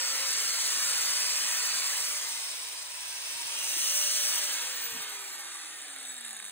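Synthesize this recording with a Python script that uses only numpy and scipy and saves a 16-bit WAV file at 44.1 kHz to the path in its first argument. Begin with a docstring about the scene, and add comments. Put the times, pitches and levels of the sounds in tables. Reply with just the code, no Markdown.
"""A room with a tiled floor: an angle grinder without a disc runs free in the hand, close to a two-port microphone.
Shaped noise makes fan air and brush hiss over a faint shaft tone; short rings make the gear knocks.
The tool is swung aside and back while its cord lands on the tiles in dull thumps, then switched off.
As it coasts a thin whine falls with the speed, and the unloaded bevel gears start to rattle.
Behind it lie a diffuse wash from walls and floor, a low drone and the room tone."""
import sys
import numpy as np
from scipy import signal
from scipy.fft import rfft, irfft, next_fast_len
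from scipy.io import wavfile
from scipy.ndimage import uniform_filter1d, map_coordinates

SR = 44100
rng = np.random.default_rng(int(sys.argv[2]) if len(sys.argv) > 2 else 0)


def transcribe(u):
    """Save the signal u as a 16-bit wav file named by the first command-line argument.

    u: samples, shape (n,) or (channels, n), limited to [-1, 1]; the rate is SR.
    q: integer samples, one column per channel.
    """
    v = np.clip(np.atleast_2d(u).T, -1, 1)
    q = np.round(v * 32767).astype(np.int16)
    wavfile.write(sys.argv[1], SR, q)


N = 287091
T = np.arange(N) / SR

# the rush as the tool is moved about and slows: t/s, fan air level/dB, brush hiss level/dB, before the trims
RUSH = [(0.02, -37.5, -36), (0.72, -38, -34), (0.94, -36.5, -33.5), (1.96, -38.5, -35), (2.1, -40.5, -36),
        (2.42, -43.5, -40.5), (2.88, -49, -45), (3.46, -43, -40.5), (3.85, -38.5, -32.5), (4.1, -39, -31),
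        (4.36, -37, -32.5), (4.72, -41.5, -40.5), (5.04, -43, -43.5), (5.22, -45.5, -44), (6.03, -47, -47),
        (6.08, -48.5, -44.5), (6.21, -48, -49.5), (6.48, -50.5, -48)]
AIR_TRIM_DB, HISS_TRIM_DB = 2.5, 3.0
# which way the tool faces the microphone: t/s, pose
# (pose 0 held close, 1 swung aside, 2 brought back, 3 coasting, 4 crawling)
POSE = [(0, 0), (1.95, 0), (2.45, 1), (3.4, 1), (3.9, 2), (4.3, 2), (4.6, 2.5), (5.3, 3), (5.55, 3),
        (6.15, 4)]
# colour of the rush in each pose: f/Hz, relative level/dB
CLOSE = [(100, -28.5), (190, -25.5), (260, -14), (340, -19.5), (460, -12), (700, -15), (1100, -4.5),
         (2500, -2.5), (3700, -3.5), (4800, 3), (6000, 0.5), (7000, -3), (8100, -0.5), (9800, -5.5),
         (13000, -8), (15300, -13.5)]
ASIDE = [(100, -29), (190, -32), (260, -14.5), (480, -12.5), (720, -9.5), (1000, -2.5), (1300, -7.5),
         (2700, 1.5), (3400, -0.5), (5000, 2), (6000, 1), (7100, -5.5), (8800, 1.5), (11000, -7.5),
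         (13500, -11), (15300, -12)]
BACK = [(100, -28), (190, -24), (270, -17), (450, -12.5), (700, -14.5), (1300, -5), (2100, -3.5), (2900, 1),
        (3600, -1), (5000, 1.5), (5900, 7.5), (7000, -4.5), (8400, 1), (10800, -3.5), (13200, -5.5),
        (15300, -6.5)]
COASTING = [(100, -31), (190, -20.5), (270, -14), (750, -8), (930, -2), (1040, -7), (1170, -0.5),
            (1800, -1.5), (3000, -2.5), (3700, 0), (5100, -1.5), (6500, 1), (8300, 3), (10800, -2.5),
            (13000, -7.5)]
CRAWLING = [(100, -30), (190, -16.5), (400, -8), (620, -7), (780, -1.5), (1030, -15.5), (1250, -8),
            (1750, -1.5), (2800, -2), (3700, -1.5), (5100, -5), (6500, -2), (8300, -3), (10500, -3),
            (12500, -8.5)]
# likeness of the two ports, facing the tool: f/Hz, likeness (1 = identical)
ALIKE = [(100, .98), (500, .87), (1200, .88), (2200, .68), (3700, .62), (4500, .85), (4850, .995),
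         (5500, .995), (6500, .8), (8300, .99), (10300, .78), (11500, .99), (13200, .99), (14300, .75),
         (15300, .95)]
# the same with the tool swung aside, heard mostly by reflection: f/Hz, likeness (1 = identical)
ASIDE_ALIKE = [(100, .98), (500, .85), (1000, .6), (2200, .35), (4600, .35), (5600, .7), (7000, .75),
               (8300, .98), (10300, .75), (12300, .98), (15000, .8)]
# gain on the finest brush fizz with and without current, and the time its fade takes
FIZZ_ON_DB, FIZZ_OFF_DB, FIZZ_FADE_S = 2.5, -3, 1
# the rush comes back off the tiles: delay, its drift as the tool moves, share
FLOOR_S, FLOOR_DRIFT_S, FLOOR_SHARE = 0.0064, 0.00022, 0.2
YIELD_DB = -3.5  # the rush gives way to fully slack gears


def rush(speed):
    """Fan air below, brush hiss above; their colour follows the pose and the brushes sputter."""
    air_db, hiss_db = curves(RUSH)
    pose, = curves(POSE)
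    pair = noise(patchy_db=2.5)
    pair = pair + FLOOR_SHARE * delayed(pair, FLOOR_S + FLOOR_DRIFT_S * wobble(1.5))
    direct, reflected = blended(pair, ALIKE), blended(pair, ASIDE_ALIKE)
    below = lambda hz, edge_hz: 1 / (1 + (hz / edge_hz) ** 10)
    poses = [(CLOSE, direct), (ASIDE, reflected), (BACK, direct), (COASTING, direct), (CRAWLING, direct)]
    air, hiss = np.zeros((2, 2, N))
    for k, (colour, source) in enumerate(poses):
        share = np.clip(1 - abs(pose - k), 0, 1)
        housing = ripple(depth_db=0.8, spacing_hz=45)
        coloured = filtered(source, lambda hz: amp(along(colour, hz)) * housing(hz))
        low = filtered(coloured, lambda hz: below(hz, 5100))
        air += share * unit(low)
        hiss += share * unit(coloured - low)
    # the top of the hiss loses strength with the current
    fizz_db = np.interp(T, [OFF_S, OFF_S + FIZZ_FADE_S], [FIZZ_ON_DB, FIZZ_OFF_DB])
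    fizz = filtered(hiss, lambda hz: 1 - below(hz, 11300))
    hiss = hiss + (amp(fizz_db + 1.5 * wobble(70)) - 1) * fizz
    sputter = amp(0.5 * wobble(45) + 0.9 * wobble(400))
    fan_air = amp(air_db + AIR_TRIM_DB) * air
    brush_hiss = amp(hiss_db + HISS_TRIM_DB) * hiss * sputter
    return amp(YIELD_DB * slack(speed)) * (fan_air + brush_hiss)


# full running speed (turns per second) and the moment of switching off
FULL_SPEED, OFF_S = 590, 4.415
# bearing friction (turns per second lost each second), speed at which fan drag equals it (turns per second)
FRICTION, DRAG_SPEED = 108, 450
# an early sag: lowest moment, depth (turns per second), time constant either side
SAG_S, SAG_DEPTH, RECOVER_S = 0.09, 65, 0.44


def rotor_speed():
    """Turns per second: a sag and recovery, then a coast against friction and drag with speed squared."""
    running = FULL_SPEED - SAG_DEPTH * np.exp(-abs(T - SAG_S) / RECOVER_S)
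    coasted_s = np.maximum(T - OFF_S, 0)
    return DRAG_SPEED * np.tan(np.arctan(running / DRAG_SPEED) - FRICTION / DRAG_SPEED * coasted_s)


# housing resonances that the whine sweeps through: f/Hz, width/Hz, lift/dB
WHINE_PEAKS = [(14830, 480, 8.5), (12000, 900, 0), (7860, 550, 8.5)]
# level at full speed and loss as the speed halves, both before the resonances and echoes
WHINE_DB, WHINE_DB_PER_OCTAVE = -42.5, 11
ECHO_S, ECHO_SHARE = 0.002646, 0.55  # back off the hands and guard
SCATTER_DB, SCATTER_T60_S = -7, 0.07  # back off nearby things, relative to the direct whine


def whine(speed, turns):
    """The commutator whines far above the hum; as it glides it beats against its own echoes and breaks up."""
    bars = 31
    whine_db = WHINE_DB + WHINE_DB_PER_OCTAVE * np.log2(speed / FULL_SPEED)
    whine_db = whine_db + flare(bars * speed, WHINE_PEAKS)
    phase = 2 * np.pi * bars * turns + 0.4 * wobble(60) + 0.22 * wobble(400)
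    direct = np.sqrt(2) * amp(whine_db + 2.3 * wobble(40)) * np.sin(phase)
    t = np.arange(SR // 16) / SR
    tail = rng.standard_normal((2, len(t))) * amp(-60 * t / SCATTER_T60_S)
    scattered = signal.fftconvolve(direct[None], tail / np.linalg.norm(tail[0]), axes=1)[:, :N]
    return direct + ECHO_SHARE * delayed([direct], ECHO_S) + amp(SCATTER_DB) * scattered


# separate gear tooth knocks: t/s, peak level/dB before the trim
KNOCKS = [(.8902, -25), (.8942, -25), (.9004, -22), (.9262, -21), (.9328, -23), (5.5554, -29),
          (5.6141, -28), (5.6346, -29), (5.659, -28), (5.8182, -30), (5.8224, -28), (5.882, -28),
          (5.9044, -34), (5.9334, -30), (5.9853, -28), (6.0284, -29), (6.0514, -27), (6.0584, -29),
          (6.067, -33), (6.0824, -36), (6.0964, -30), (6.1184, -30), (6.1434, -31), (6.1804, -28),
          (6.185, -29), (6.2095, -25.5), (6.2135, -30), (6.241, -31), (6.2478, -27), (6.2508, -24),
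          (6.255, -30), (6.2625, -31), (6.2748, -30), (6.279, -31), (6.2818, -30), (6.291, -31),
          (6.3078, -22.5), (6.3122, -30), (6.3302, -25), (6.34, -31), (6.3655, -24), (6.3704, -29),
          (6.3905, -33), (6.3965, -30), (6.4, -26), (6.4245, -30), (6.4275, -31), (6.443, -25.5),
          (6.4515, -23.5), (6.4622, -26.5), (6.472, -32), (6.4817, -27), (6.4955, -31)]
KNOCK_TRIM_DB = -1.5
# spells of harder chatter: t/s of the middle, length/s, level/dB
RATTLES = [(0.898, 0.28, -40), (6.084, 0.17, -47)]
# light chatter relative to the untrimmed hiss; chatter added once the gears are fully slack
LIGHT_CHATTER_DB, SLACK_CHATTER_DB = -18.5, -47


def gears(speed, turns):
    """Teeth bounce in their backlash: uneven chatter about once a turn, and hard, separate knocks."""
    _, hiss_db = curves(RUSH)
    strength = amp(hiss_db + LIGHT_CHATTER_DB) + amp(SLACK_CHATTER_DB) * slack(speed)
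    strength = strength + sum(amp(db) * swell(T, s, length) for s, length, db in RATTLES)
    at = np.flatnonzero(np.diff(np.floor(turns)))
    late, size = rng.standard_normal((2, len(at)))
    at = np.clip(at + (late * 0.0007 * SR).astype(int), 0, N - 1)
    # each group of teeth rings in its own way
    groups = np.arange(len(at)) % 6
    chatter = np.zeros(N)
    for k in np.unique(groups):
        hits = np.bincount(at, amp(5.5 * size) * (groups == k), N)
        chatter += signal.fftconvolve(hits, tooth())[:N]
    knocks = np.zeros(N + SR)
    for s, db in KNOCKS:
        knock = tooth()
        knocks[round(s * SR):][:len(knock)] += amp(db + KNOCK_TRIM_DB) * knock
    return strength * unit(chatter) + knocks[:N]


# modes of the gear head and guard: f/Hz before detuning, relative level/dB before scatter, t60/s
HEAD = [(1200, -22, 0.045), (1700, -5, 0.009), (2240, -7, 0.007), (3730, -5.5, 0.017), (6300, -7, 0.0039),
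        (7970, 2.5, 0.0054), (8340, 1.5, 0.0051), (9010, -4, 0.015), (10740, 4, 0.015)]
TOOTH_SCATTER_DB, TOOTH_DETUNE = 3, 0.012  # spread of mode levels, and of mode pitches as a share


def tooth():
    """One knock of the gears, never twice alike: a short crack and the ring of the head, with peak 1."""
    t = np.arange(SR // 25) / SR
    hz, db, t60 = np.transpose(HEAD)[:, :, None]
    size, phase, detune = rng.standard_normal((3, len(HEAD), 1))
    hz = hz * (1 + TOOTH_DETUNE * detune)
    decay = amp(db + TOOTH_SCATTER_DB * size - 60 * t / t60)
    ring = (decay * np.sin(2 * np.pi * (hz * t + phase))).sum(0)
    crack = 1.2 * amp(-60 * t / 0.0033) * rng.standard_normal(len(t))
    knock = (ring + crack) * (1 - np.exp(-t / 0.00038))
    # the small metal head radiates neither bass nor the very top
    head_band = signal.butter(4, [800, 11500], "bandpass", fs=SR, output="sos")
    knock = signal.sosfilt(head_band, knock)
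    return knock / abs(knock).max()


SLACK_FROM, SLACK_FULL = 490, 253  # speeds between which the gears go slack (turns per second)


def slack(speed):
    """How loosely the gears mesh, from 0 at speed to 1 at a crawl."""
    return np.clip((SLACK_FROM - speed) / (SLACK_FROM - SLACK_FULL), 0, 1)


# once-a-turn hum, changing with grip and speed: t/s, level/dB before its wobble
HUM = [(0, -58), (.28, -57), (.4, -70), (.75, -75), (1.05, -64), (1.4, -62), (1.8, -68), (2.05, -63),
       (2.5, -73), (3.35, -75), (3.52, -62), (3.78, -67), (3.92, -58.5), (4.44, -58), (4.57, -67),
       (4.66, -58.5), (4.85, -63), (5.08, -59), (5.4, -68.5), (5.8, -73.5), (6.1, -65), (6.5, -74)]
# rotor overtones from fan and bearings: multiple of the speed, level/dB relative to the untrimmed fan air
OVERTONES = [(4, -22), (5, -19), (6, -20)]
# resonances of the gear head that they sweep through: f/Hz, width/Hz, lift/dB
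OVERTONE_PEAKS = [(2950, 200, 3), (2450, 120, 10), (2200, 160, 8), (1830, 130, 11)]


def rotor(speed, turns):
    """Unbalance hums unsteadily once a turn; rough overtones sing out as they pass resonances of the head."""
    hum_db, = curves(HUM)
    air_db, _ = curves(RUSH)
    hum_phase = 2 * np.pi * turns + 0.35 * wobble(25) + 0.2 * wobble(120)
    out = np.sqrt(2) * amp(hum_db + 2.3 * wobble(14)) * np.sin(hum_phase)
    for k, db in OVERTONES:
        tone = unit(amp(2 * wobble(30)) * np.sin(2 * np.pi * k * turns + 0.6 * wobble(45)))
        out = out + amp(air_db + db + flare(k * speed, OVERTONE_PEAKS)) * tone
    return out


# narrow resonances of air path and gear head, heard as the tool turns:
# start t/s, end t/s, f/Hz, width/Hz before narrowing, level/dB
VENTS = [(1.55, 1.95, 1120, 240, -55), (1.15, 1.85, 2530, 220, -46.5), (3.53, 4.1, 2850, 400, -45),
         (5.25, 5.7, 1160, 120, -57), (6.0, 6.5, 3720, 110, -56), (6.05, 6.5, 1720, 220, -56),
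         (2.21, 2.4, 910, 50, -56), (2.43, 3.35, 1010, 45, -59), (2.5, 3.3, 930, 40, -63),
         (3.35, 3.68, 930, 55, -55), (2.1, 2.5, 2060, 70, -54), (3.0, 3.45, 3545, 50, -54),
         (3, 3.24, 1590, 40, -58), (2.9, 3.6, 2630, 110, -53)]
VENT_DRIFT_S = 0.001407  # the path from the vents lengthens and shortens, bending their pitch


def vents():
    """Resonances of the air path and head swell, bend and fade as the tool turns."""
    source, out = blended(noise(patchy_db=0.5), ALIKE), np.zeros((2, N))
    for start, end, hz, width_hz, db in VENTS:
        facing = np.clip(np.minimum(T - start, end - T) / 0.11 + 0.5, 0, 1)
        out += amp(db) * facing * band(source, hz, 0.8 * width_hz)
    return delayed(out, VENT_DRIFT_S * wobble(4))


# the cord meets the floor, a hand meets the housing: t/s, f/Hz, level/dB before the attack softens it
THUMPS = [(3.352, 130, -51), (3.452, 110, -50), (3.66, 85, -54), (3.7, 120, -49), (3.78, 94.5, -53),
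          (3.94, 120, -54), (3.766, 345, -38.5), (4.945, 245, -41.5), (4.959, 185, -45)]
THUMP_ATTACK_S, THUMP_T60_S = 0.0024, 0.037
# soft rubs of the hands: t/s of the middle, length/s, f/Hz, level/dB
RUBS = [(4.925, 0.037, 115, -65.5), (4.972, .07, 238, -57), (4.997, 0.05, 160, -62)]
RUB_WIDTH = 0.25  # bandwidth of a rub, as a share of its pitch


def handling():
    """The cord drops on the tiles in short, dull thumps; the grip shifts with a bump and brief rubs."""
    source, out = rng.standard_normal(N), np.zeros(N)
    for s, length, hz, db in RUBS:
        out += amp(db) * swell(T, s, length) * band(source, hz, RUB_WIDTH * hz)
    t = np.arange(SR // 8) / SR
    for s, hz, db in THUMPS:
        envelope = amp(db - 60 * t / THUMP_T60_S) * (1 - np.exp(-t / THUMP_ATTACK_S))
        out[round(s * SR):][:len(t)] += envelope * np.sin(2 * np.pi * hz * t)
    return out


# phase by which the left port leads: f/Hz, lead/rad
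LEAD = [(30, 0), (450, -.15), (700, -.8), (1030, .8), (1400, .15), (1950, .25), (2500, 1.8), (3900, 1.4),
        (4550, 2.2), (4850, 3.02), (5500, 3.27), (5900, 3.95), (7800, 6.2), (9400, 6.45), (11200, 9.25),
        (13500, 9.6), (14600, 12), (15800, 12.5)]
# level of the left port over the right: f/Hz, level/dB
TILT = [(60, -2), (110, 1.5), (200, -3.5), (380, -0.5), (700, -6), (1290, -0.5), (2380, -4), (4400, 0.5),
        (5200, 1), (8120, 0), (15000, -1)]
# further lead of the left port with the tool swung aside: f/Hz, lead/rad
ASIDE_LEAD = [(300, 0), (700, .8), (4000, .9), (5000, .8), (6500, 0)]


def ports(tool):
    """Phase and level between the microphone's two ports depend on frequency, and shift with the swing aside."""
    sides = np.array([[0.5], [-0.5]])
    ahead = filtered(tool, lambda hz: amp(sides * along(TILT, hz)) * np.exp(1j * sides * along(LEAD, hz)))
    aside = filtered(ahead, lambda hz: np.exp(1j * sides * along(ASIDE_LEAD, hz)))
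    pose, = curves(POSE)
    swung = np.clip(1 - abs(pose - 1), 0, 1)
    return (1 - swung) * ahead + swung * aside


# the hiss thrown back by walls and floor: f/Hz, relative level/dB
DIFFUSE = [(100, -47), (300, -22), (700, 4), (1500, 7), (2800, 8), (4200, 7), (5200, -14), (6200, -8),
           (7300, -4), (10000, -25), (15000, -43)]


def walls(speed):
    """The room's share of the rush: unrelated at the two ports, set by speed however the tool is held."""
    wash = unit(filtered(rng.standard_normal((2, N)), lambda hz: amp(along(DIFFUSE, hz))))
    return amp(-49.0) * (speed / speed.max()) ** 5 * wash


DRONE_DB, DRONE_FADE_DB_PER_S = -78.5, 19  # level beside the running tool, and fade after switching off


def drone():
    """A faint, wavering low drone with a weaker hum above it; both fade once the current is off."""
    drone_db = DRONE_DB - DRONE_FADE_DB_PER_S * np.maximum(T - OFF_S, 0)
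    tone = unit(amp(2 * wobble(5.53)) * np.sin(2 * np.pi * 61.0 * T + 0.9 * wobble(12)))
    hum = band(rng.standard_normal(N), 99.4, 13)
    return amp(drone_db) * (tone + amp(-3.5) * hum)


# colour of the room tone: f/Hz, relative level/dB
ROOM_TONE = [(20, -22), (45, -9), (60, -2), (80, -4), (100, -8), (190, -13), (400, -6), (2000, -41)]


def room_tone():
    """A steady, very faint low noise, the same at both ports."""
    return amp(-77.0) * unit(filtered(rng.standard_normal(N), lambda hz: amp(along(ROOM_TONE, hz))))


def amp(db):
    """Decibels to a linear factor."""
    return 10 ** (np.asarray(db) / 20)


def unit(x):
    """x scaled to rms 1."""
    return x / np.sqrt(np.mean(x ** 2) + 1e-20)


def along(points, hz):
    """A curve through (f/Hz, value) points on a log axis."""
    f, v = np.transpose(points)
    return np.interp(np.log(hz + 1), np.log(f + 1), v)


def curves(rows):
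    """One value per sample for each column after the time."""
    s, *cols = np.transpose(rows)
    return [np.interp(T, s, c) for c in cols]


def wobble(rate):
    """A smooth random curve, rate knots a second."""
    return map_coordinates(rng.standard_normal(int(N * rate / SR) + 4), [T * rate])


def swell(x, centre, width):
    """A bell-shaped rise and fall with peak 1."""
    return np.exp(-(2 * (x - centre) / width) ** 2)


def flare(hz, peaks):
    """The lift in dB of a tone that sweeps through resonances."""
    return sum(db * swell(hz, centre_hz, width_hz) for centre_hz, width_hz, db in peaks)


def filtered(x, response):
    """x times a complex response of frequency."""
    m = next_fast_len(N + 8192)
    return irfft(rfft(x, m) * response(np.fft.rfftfreq(m, 1 / SR)), m)[..., :N]


def band(x, centre_hz, width_hz):
    """x twice through one resonance, at rms 1."""
    resonance = lambda f: 1j * f * width_hz / (centre_hz ** 2 - f * f + 1j * f * width_hz)
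    return unit(filtered(x, lambda f: resonance(f) ** 2))


def ripple(depth_db, spacing_hz):
    """The close, uneven resonances of the housing, as a gain over frequency."""
    knots = rng.standard_normal(2048)
    return lambda hz: amp(depth_db * map_coordinates(knots, [hz / spacing_hz], mode="mirror"))


def noise(patchy_db):
    """Two unrelated noises with drifting ripples from reflections around a moving tool; the bass is evener."""
    hz, _, z = signal.stft(rng.standard_normal((2, N)), SR, nperseg=2048)
    field = uniform_filter1d(rng.standard_normal(z.shape[1:]), size=4, axis=0)  # over frequency
    field = uniform_filter1d(field, size=7, axis=1)  # over time
    depth_db = patchy_db * along([(400, .3), (1500, 1)], hz)[:, None]
    return signal.istft(z * amp(depth_db * unit(field)), nperseg=2048)[1][:, :N]


def blended(pair, alike):
    """Two unrelated noises mixed to a given likeness of left and right."""
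    turn = lambda hz: np.arccos(np.clip(along(alike, hz), -1, 1)) / 2
    mid, side = filtered(pair, lambda hz: np.array([np.cos(turn(hz)), np.sin(turn(hz))]))
    return np.array([mid + side, mid - side])


def delayed(x, delay_s):
    """Every channel arriving late by a time that may change."""
    return np.array([map_coordinates(c, [(T - delay_s) * SR]) for c in x])


def scene():
    """The tool and its handling reach the two ports over the wash of the walls, the room tone and the drone."""
    speed = rotor_speed()
    turns = np.cumsum(speed) / SR
    tool = rush(speed) + whine(speed, turns) + gears(speed, turns)
    tool = tool + rotor(speed, turns) + vents() + handling()
    return ports(tool) + walls(speed) + drone() + room_tone()


TOP_HZ = 15750


def record(dry):
    """The microphone sheds deep bass and keeps nothing above its band limit."""
    thin = filtered(dry, lambda hz: 1 - 1 / (1 + (hz / 42) ** 3))
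    return filtered(thin, lambda hz: hz < TOP_HZ)


dry = scene()
out = record(dry)
transcribe(out)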